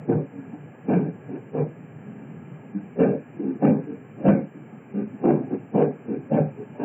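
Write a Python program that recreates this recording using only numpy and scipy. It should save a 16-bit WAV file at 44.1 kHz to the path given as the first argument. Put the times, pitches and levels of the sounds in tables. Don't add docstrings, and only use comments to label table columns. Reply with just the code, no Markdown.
import sys
import numpy as np
from scipy import signal
from scipy.io import wavfile
from scipy.ndimage import uniform_filter1d, minimum_filter1d

SR = 44100
rng = np.random.default_rng(int(sys.argv[2]) if len(sys.argv) > 2 else 0)


def how_loud(loudness_db):
    steps = np.asarray(loudness_db, float) / 20
    return 10 ** steps


def generate_wav(sig):
    pcm = np.round(np.clip(np.atleast_2d(sig).T, -1, 1) * 32767).astype(np.int16)
    wavfile.write(sys.argv[1], SR, pcm)


N = 301644


def evened(x):
    return x / np.sqrt(np.mean(x ** 2) + 1e-20)


def smoothed_twice(x, count):
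    return uniform_filter1d(uniform_filter1d(x, count), count)


def add(mix, start_s, sound):
    part = mix[round(start_s * SR):][:len(sound)]
    part += sound[:len(part)]


def ring(x, hz, width_hz):
    radius = np.exp(-np.pi * width_hz / SR)
    turn = 2 * np.pi * hz / SR
    gain = np.sqrt(1 - radius) * np.sin(turn)
    return gain * signal.lfilter([1], [1, -2 * radius * np.cos(turn), radius ** 2], x)


def double_ring(x, hz, width_hz):
    return ring(ring(x, hz, width_hz), hz, 2 * width_hz)


def steadied(x, seconds, share):
    power = abs(smoothed_twice(x ** 2, int(seconds * SR)))
    return evened(x / (power + 1e-3 * np.mean(x ** 2)) ** (share / 2))


def rattle(modes, chance, count):
    settle = 4096
    jolts = chance.standard_normal((len(modes), count + settle))
    unevenness = evened(uniform_filter1d(chance.standard_normal(count + settle), 260))
    jolts *= how_loud(3.1 * unevenness)
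    wander = evened(smoothed_twice(chance.standard_normal((len(modes), count)), 1800))
    luck_db = 1.6 * chance.standard_normal((len(modes), 1)) + 3.18 * wander
    sound = np.zeros(count)
    for jolt, luck, (hz, width_hz, db) in zip(jolts, luck_db, modes):
        ringing = double_ring(jolt, hz, width_hz)[settle:]
        sound += how_loud(db + luck) * steadied(ringing, seconds=0.025, share=0.43)
    return steadied(sound, seconds=0.036, share=0.26)


def shaking_db(t, lead_s, full_s, lasts_s, lag_s, under_db, sag_db):
    landing_s, release_s, release_db = 0.0075, 0.073, 20
    lead_db = under_db + 10.5
    top_s = max(min(full_s + lag_s, 0.66 * lasts_s), 0.002)
    times = [-lead_s - 0.02, -lead_s, -landing_s, 0, top_s,
             lasts_s, lasts_s + release_s, lasts_s + 2 * release_s]
    falls_db = [70, lead_db + 13.5, lead_db, under_db, 0, sag_db, sag_db + release_db, 90]
    return -np.interp(t, times, falls_db)


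# frequency in Hz, width in Hz, level in dB.
FRAME_MODES = [(124.8, 12, -14.5), (152.3, 5.9, 2.5), (167.6, 14, -11.5)]
FLOOR_MODES = [(193.6, 9, -6.5), (208.9, 19, 3), (235.7, 23, -0.5), (254.5, 14, -0.5), (267.25, 6.8, -2.5),
               (295.4, 16, 1)]
DOOR_MODES = [(348.3, 34, 1.5), (406.7, 7.2, 3.5), (459.6, 44, 1.5), (522.5, 21, -6), (546.7, 61, -2.5),
              (587, 19, -3.5)]
WALL_MODES = [(680, 55, 0.5), (742.5, 30, 4), (808.2, 17, -1), (865.4, 17, -9.5), (927.6, 9.3, -7),
              (1027, 250, -6)]
FITTING_MODES = [(1212, 33, -5.5), (1350, 24, -6.5), (1534, 54, 1.5), (1624, 7.3, -4), (1740, 39, -5.5),
                 (1928, 22, -12.5), (2220, 160, -7), (2360, 32, -5), (2475, 54, -12), (2716, 96, -19),
                 (3000, 660, -22)]
# lag in s, under full at landing in dB, sag while shaking in dB.
PART_SHAPES = [
    (0.069, 8.5, 10.5),
    (0.0012, 4.5, 12),
    (0.035, 2.5, 12),
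    (0.019, 3.5, 17.5),
    (.03, 9.5, 19.5),
    (.012, 5.5, 22.5),
]


def knock(blow, note, reach, chance):
    landing_s, strength_db, *timing = blow
    frame_hz, floor_hz, lower_hz, upper_hz, upper_db = note
    frame_db, door_db, walls_db, fittings_db, favour_db = reach
    start_s = -0.085 if landing_s < 0.1 else -0.16
    t = np.arange(start_s, 0.34, 1 / SR)

    frame = FRAME_MODES + [(frame_hz, 11, 0.5 + favour_db / 2)]
    floor = FLOOR_MODES + [(floor_hz, 12, 1 + favour_db)]
    door = [(hz, width_hz, db + upper_db * (hz > 475)) for hz, width_hz, db in DOOR_MODES]
    door += [(lower_hz, 13, 2 + favour_db / 2), (upper_hz, 13, favour_db / 2 + upper_db)]
    fittings = [mode for mode in FITTING_MODES if mode[0] < 2600]
    smallest = [mode for mode in FITTING_MODES if mode[0] >= 2600]
    parts = [(frame, frame_db), (floor, 0), (door, door_db), (WALL_MODES, walls_db),
             (fittings, fittings_db), (smallest, fittings_db - 13)]

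    sound = np.zeros(len(t))
    for (modes, part_db), shape in zip(parts, PART_SHAPES):
        level = how_loud(strength_db + part_db + shaking_db(t, *timing, *shape))
        sound += level * rattle(modes, chance, len(t))
    return landing_s + t[0], sound


# landing in s, strength in dB, approach in s, full force after in s, shaking lasts in s.
BLOWS = [(.09, -21, .04, .01, 0.13), (0.339, -32, 0.028, .05, 0.097), (0.525, -31.5, 0.045, .02, 0.049),
         (0.887, -19.5, .04, 0.022, 0.2), (1.294, -30.5, 0.019, .05, .11), (1.547, -29, .03, 0.022, .13),
         (2.753, -20.5, 0.022, .005, 0.059), (2.994, -17, 0.035, .008, 0.16),
         (3.396, -25.5, 0.058, .08, 0.17), (3.626, -15, 0.035, .012, 0.16), (3.871, -28, .08, .03, 0.095),
         (4.253, -13.5, 0.076, .015, 0.15), (4.546, -38.5, .04, .015, 0.086),
         (4.945, -23.5, 0.058, .04, 0.12), (5.129, -36, 0.027, .02, 0.088), (5.242, -19, .04, 0.031, .17),
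         (5.509, -22.5, 0.19, .03, .065), (5.751, -19.5, 0.021, .045, .15), (6.084, -26, 0.064, .035, .11),
         (6.321, -19.5, 0.025, .03, 0.14), (6.586, -37, 0.056, .015, 0.061), (6.8, -29, 0.076, .035, .1)]
# underframe in Hz, floor in Hz, lower door in Hz, upper door in Hz,
# upper over lower door in dB.
BLOW_NOTES = [(122.5, 268, 472, 540, -4), (127, 268, 456, 640, -7), (157, 198, 110, 538, -8),
              (176.6, 181.7, 430, 470, -1.5), (184.3, 273.6, 370, 910, -9), (153, 262.3, 460, 430, 0.5),
              (185, 200.3, 510, 490, -13), (150.8, 192, 460, 530, 2), (173, 265, 339, 420, -19),
              (150.6, 273.5, 413.7, 508, 2.5), (185, 270, 450, 490, -16), (151.3, 204, 333.4, 533, 2.5),
              (172.4, 340, 680, 498, 5), (157, 210, 390, 520, -4), (181, 202, 230, 780, 1),
              (184, 240, 342.5, 510, -0.5), (176.4, 262, 371.7, 270, -4), (157.7, 250, 459, 479, -3),
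              (138.5, 277.7, 340.4, 410, -19.5), (153, 215.7, 770, 537.7, 6.5), (124.4, 150, 408, 483, -16),
              (153, 590, 280, 440, -10.5)]
# underframe in dB, door in dB, walls in dB,
# fittings in dB, favoured notes in dB.
BLOW_REACH = [(-3, -1, -14, -25.5, 2), (-17, -17, -36, -36, 16), (-15, -16, -20, -30, 5.5),
              (-1.5, -4.5, -11.5, -20.5, 2), (-17, -4, -19, -25, -4.5), (2.5, 4, -6.5, -20.5, 5.5),
              (-20, -29.5, -38.5, -38, 18.5), (-9, 0, -13.5, -20.5, 4.5), (-21.5, -4.5, -24, -34, 12),
              (-7.5, -6, -14, -24.5, -1), (-21.5, -10, -29, -31.5, 3.5), (-9.5, -6, -13.5, -22, 6.5),
              (-19, -21, -28, -33, 1), (-13.5, -10, -26.5, -26.5, 9), (-27, -25, -35, -38.5, 10),
              (-7.5, 0, -7.5, -24.5, -2), (-33.5, -6, -17, -31, 10), (-6.5, 0.5, -7, -23.5, -3.5),
              (-15, -2, -22, -27.5, 7), (0.5, -2, -11.5, -21, -4), (-6, 2, -16, -29, 3),
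              (-5.5, -1, -6.5, -14.5, 1)]


def knocks(mix):
    for blow, note, reach, chance in zip(BLOWS, BLOW_NOTES, BLOW_REACH, rng.spawn(len(BLOWS))):
        start_s, sound = knock(blow, note, reach, chance)
        add(mix, start_s, sound)


def wash(spectrum, patchy_db):
    frames, hz = N // 512 + 5, np.fft.rfftfreq(2048, 1 / SR)
    real, imaginary, patches = rng.standard_normal((frames, 1025, 3)).T
    patches = evened(uniform_filter1d(uniform_filter1d(patches, 6, 0), 8, 1))
    point_hz, point_db = np.transpose(spectrum)
    colour_db = np.interp(np.log(hz + 1), np.log(point_hz + 1), point_db, -120, -120)
    z = (real + 1j * imaginary) * how_loud(colour_db[:, None] + patchy_db * patches)
    return evened(signal.istft(z, nperseg=2048, noverlap=1536)[1][:N])


# time in s, rumble level in dB.
ROUGHNESS = [(0.0, -36), (0.279, -44), (0.998, -42), (1.79, -45), (2.21, -39.5), (2.7, -44.5), (3.448, -46),
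             (4.192, -47), (4.9, -48), (5.41, -40), (5.601, -43), (6.208, -44), (6.5, -42), (6.84, -44)]
# frequency in Hz, density in dB per Hz.
RUMBLE_SPECTRUM = [(29, -91.5), (50, -63.5), (75, -35.5), (104, -13), (146, 6), (162, -7), (184, -2),
                   (257, -6.5), (292, -25.5), (347, -21), (367, -19.5), (397, -15.5), (500, -18.5),
                   (650, -44), (1100, -120)]
ROAR_SPECTRUM = [(150, -20.5), (250, -2), (292, -4.5), (346, -8), (368, -9), (405, -9), (609, -14),
                 (887, -14.5), (945, -22), (1330, -20.5), (1470, -24), (1630, -21.5), (1880, -25.5),
                 (2320, -24.5), (3050, -33.5), (3960, -69), (6710, -120)]
# frequency in Hz, width in Hz, level in dB.
SHELL_HUMS = [(153, 12, -23.5), (405.3, 16, -11), (1661, 63, -17), (2387, 37, -23.5)]


def rolling():
    rumble_db = np.interp(np.arange(N) / SR, *np.transpose(ROUGHNESS))
    roar_db = -48.5 + 0.1 * (rumble_db - rumble_db.mean())
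    hums = [how_loud(db) * evened(double_ring(rng.standard_normal(N), hz, width_hz))
            for hz, width_hz, db in SHELL_HUMS]
    rumble = wash(RUMBLE_SPECTRUM, patchy_db=2.5) + hums[0]
    roar = wash(ROAR_SPECTRUM, patchy_db=1.3) + sum(hums[1:])
    return how_loud(rumble_db) * rumble + how_loud(roar_db) * roar


def scene():
    mix = rolling()
    knocks(mix)
    return mix[None]


def low_pass(x, hz):
    longer = np.pad(x, ((0, 0), (400, 400)), "reflect", reflect_type="odd")
    taps = signal.firwin(801, hz, window=("kaiser", 9), fs=SR)
    return signal.oaconvolve(longer, taps[None], "valid")


def level_db(x):
    return 10 * np.log10(abs(uniform_filter1d(x ** 2, 1500)) + 1e-12)


def gate(wanted):
    return uniform_filter1d(minimum_filter1d(1. * wanted, 1500), 600)


def clipped(x):
    for _ in range(4):
        x = low_pass(np.clip(x, -0.35, 0.35), 3380)
    return x


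# lower edge in Hz, upper edge in Hz, dropped this far under the whole in dB.
TREBLE_BANDS = [(2650, 2850, 51), (2850, 3050, 51), (3050, 3200, 50), (3200, 3400, 41)]


def faint_treble_dropped(x):
    kept = low_pass(x, 2650)
    for low_hz, high_hz, under_db in TREBLE_BANDS:
        band = low_pass(x, high_hz) - low_pass(x, low_hz)
        kept = kept + band * gate(level_db(band) > level_db(x) - under_db)
    return kept


# time of the middle in s, level in dB.
TREBLE_TICKS = [
    (.097, -71),
    (.884, -74),
    (2.998, -71),
]


def ticks():
    out, length_s = np.zeros(N), 0.018
    count = int(length_s * SR)
    for middle_s, db in TREBLE_TICKS:
        add(out, middle_s - length_s / 2, how_loud(db) * np.hanning(count) * rng.standard_normal(count))
    return out


# frequency in Hz, rms level in dB.
WHINE_TONES = [(7350, -80), (14700, -86)]


def whine(x):
    t = np.arange(N) / SR
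    fuzz = how_loud(-17) * evened(low_pass(rng.standard_normal((1, N)), 300))
    tones = sum(np.sqrt(2) * how_loud(db) * np.sin(2 * np.pi * hz * t) for hz, db in WHINE_TONES)
    return tones * (1 + fuzz) * gate(level_db(x) < -31.5)


def band_limit(x):
    return signal.sosfilt(signal.butter(12, 15100, fs=SR, output="sos"), x)


def record(dry):
    bass_cut = signal.cheby2(8, 22, 86, "high", fs=SR, output="sos")
    x = clipped(signal.sosfilt(bass_cut, dry))
    return band_limit(faint_treble_dropped(x) + whine(x) + ticks())


dry = scene()
out = record(dry)
generate_wav(out)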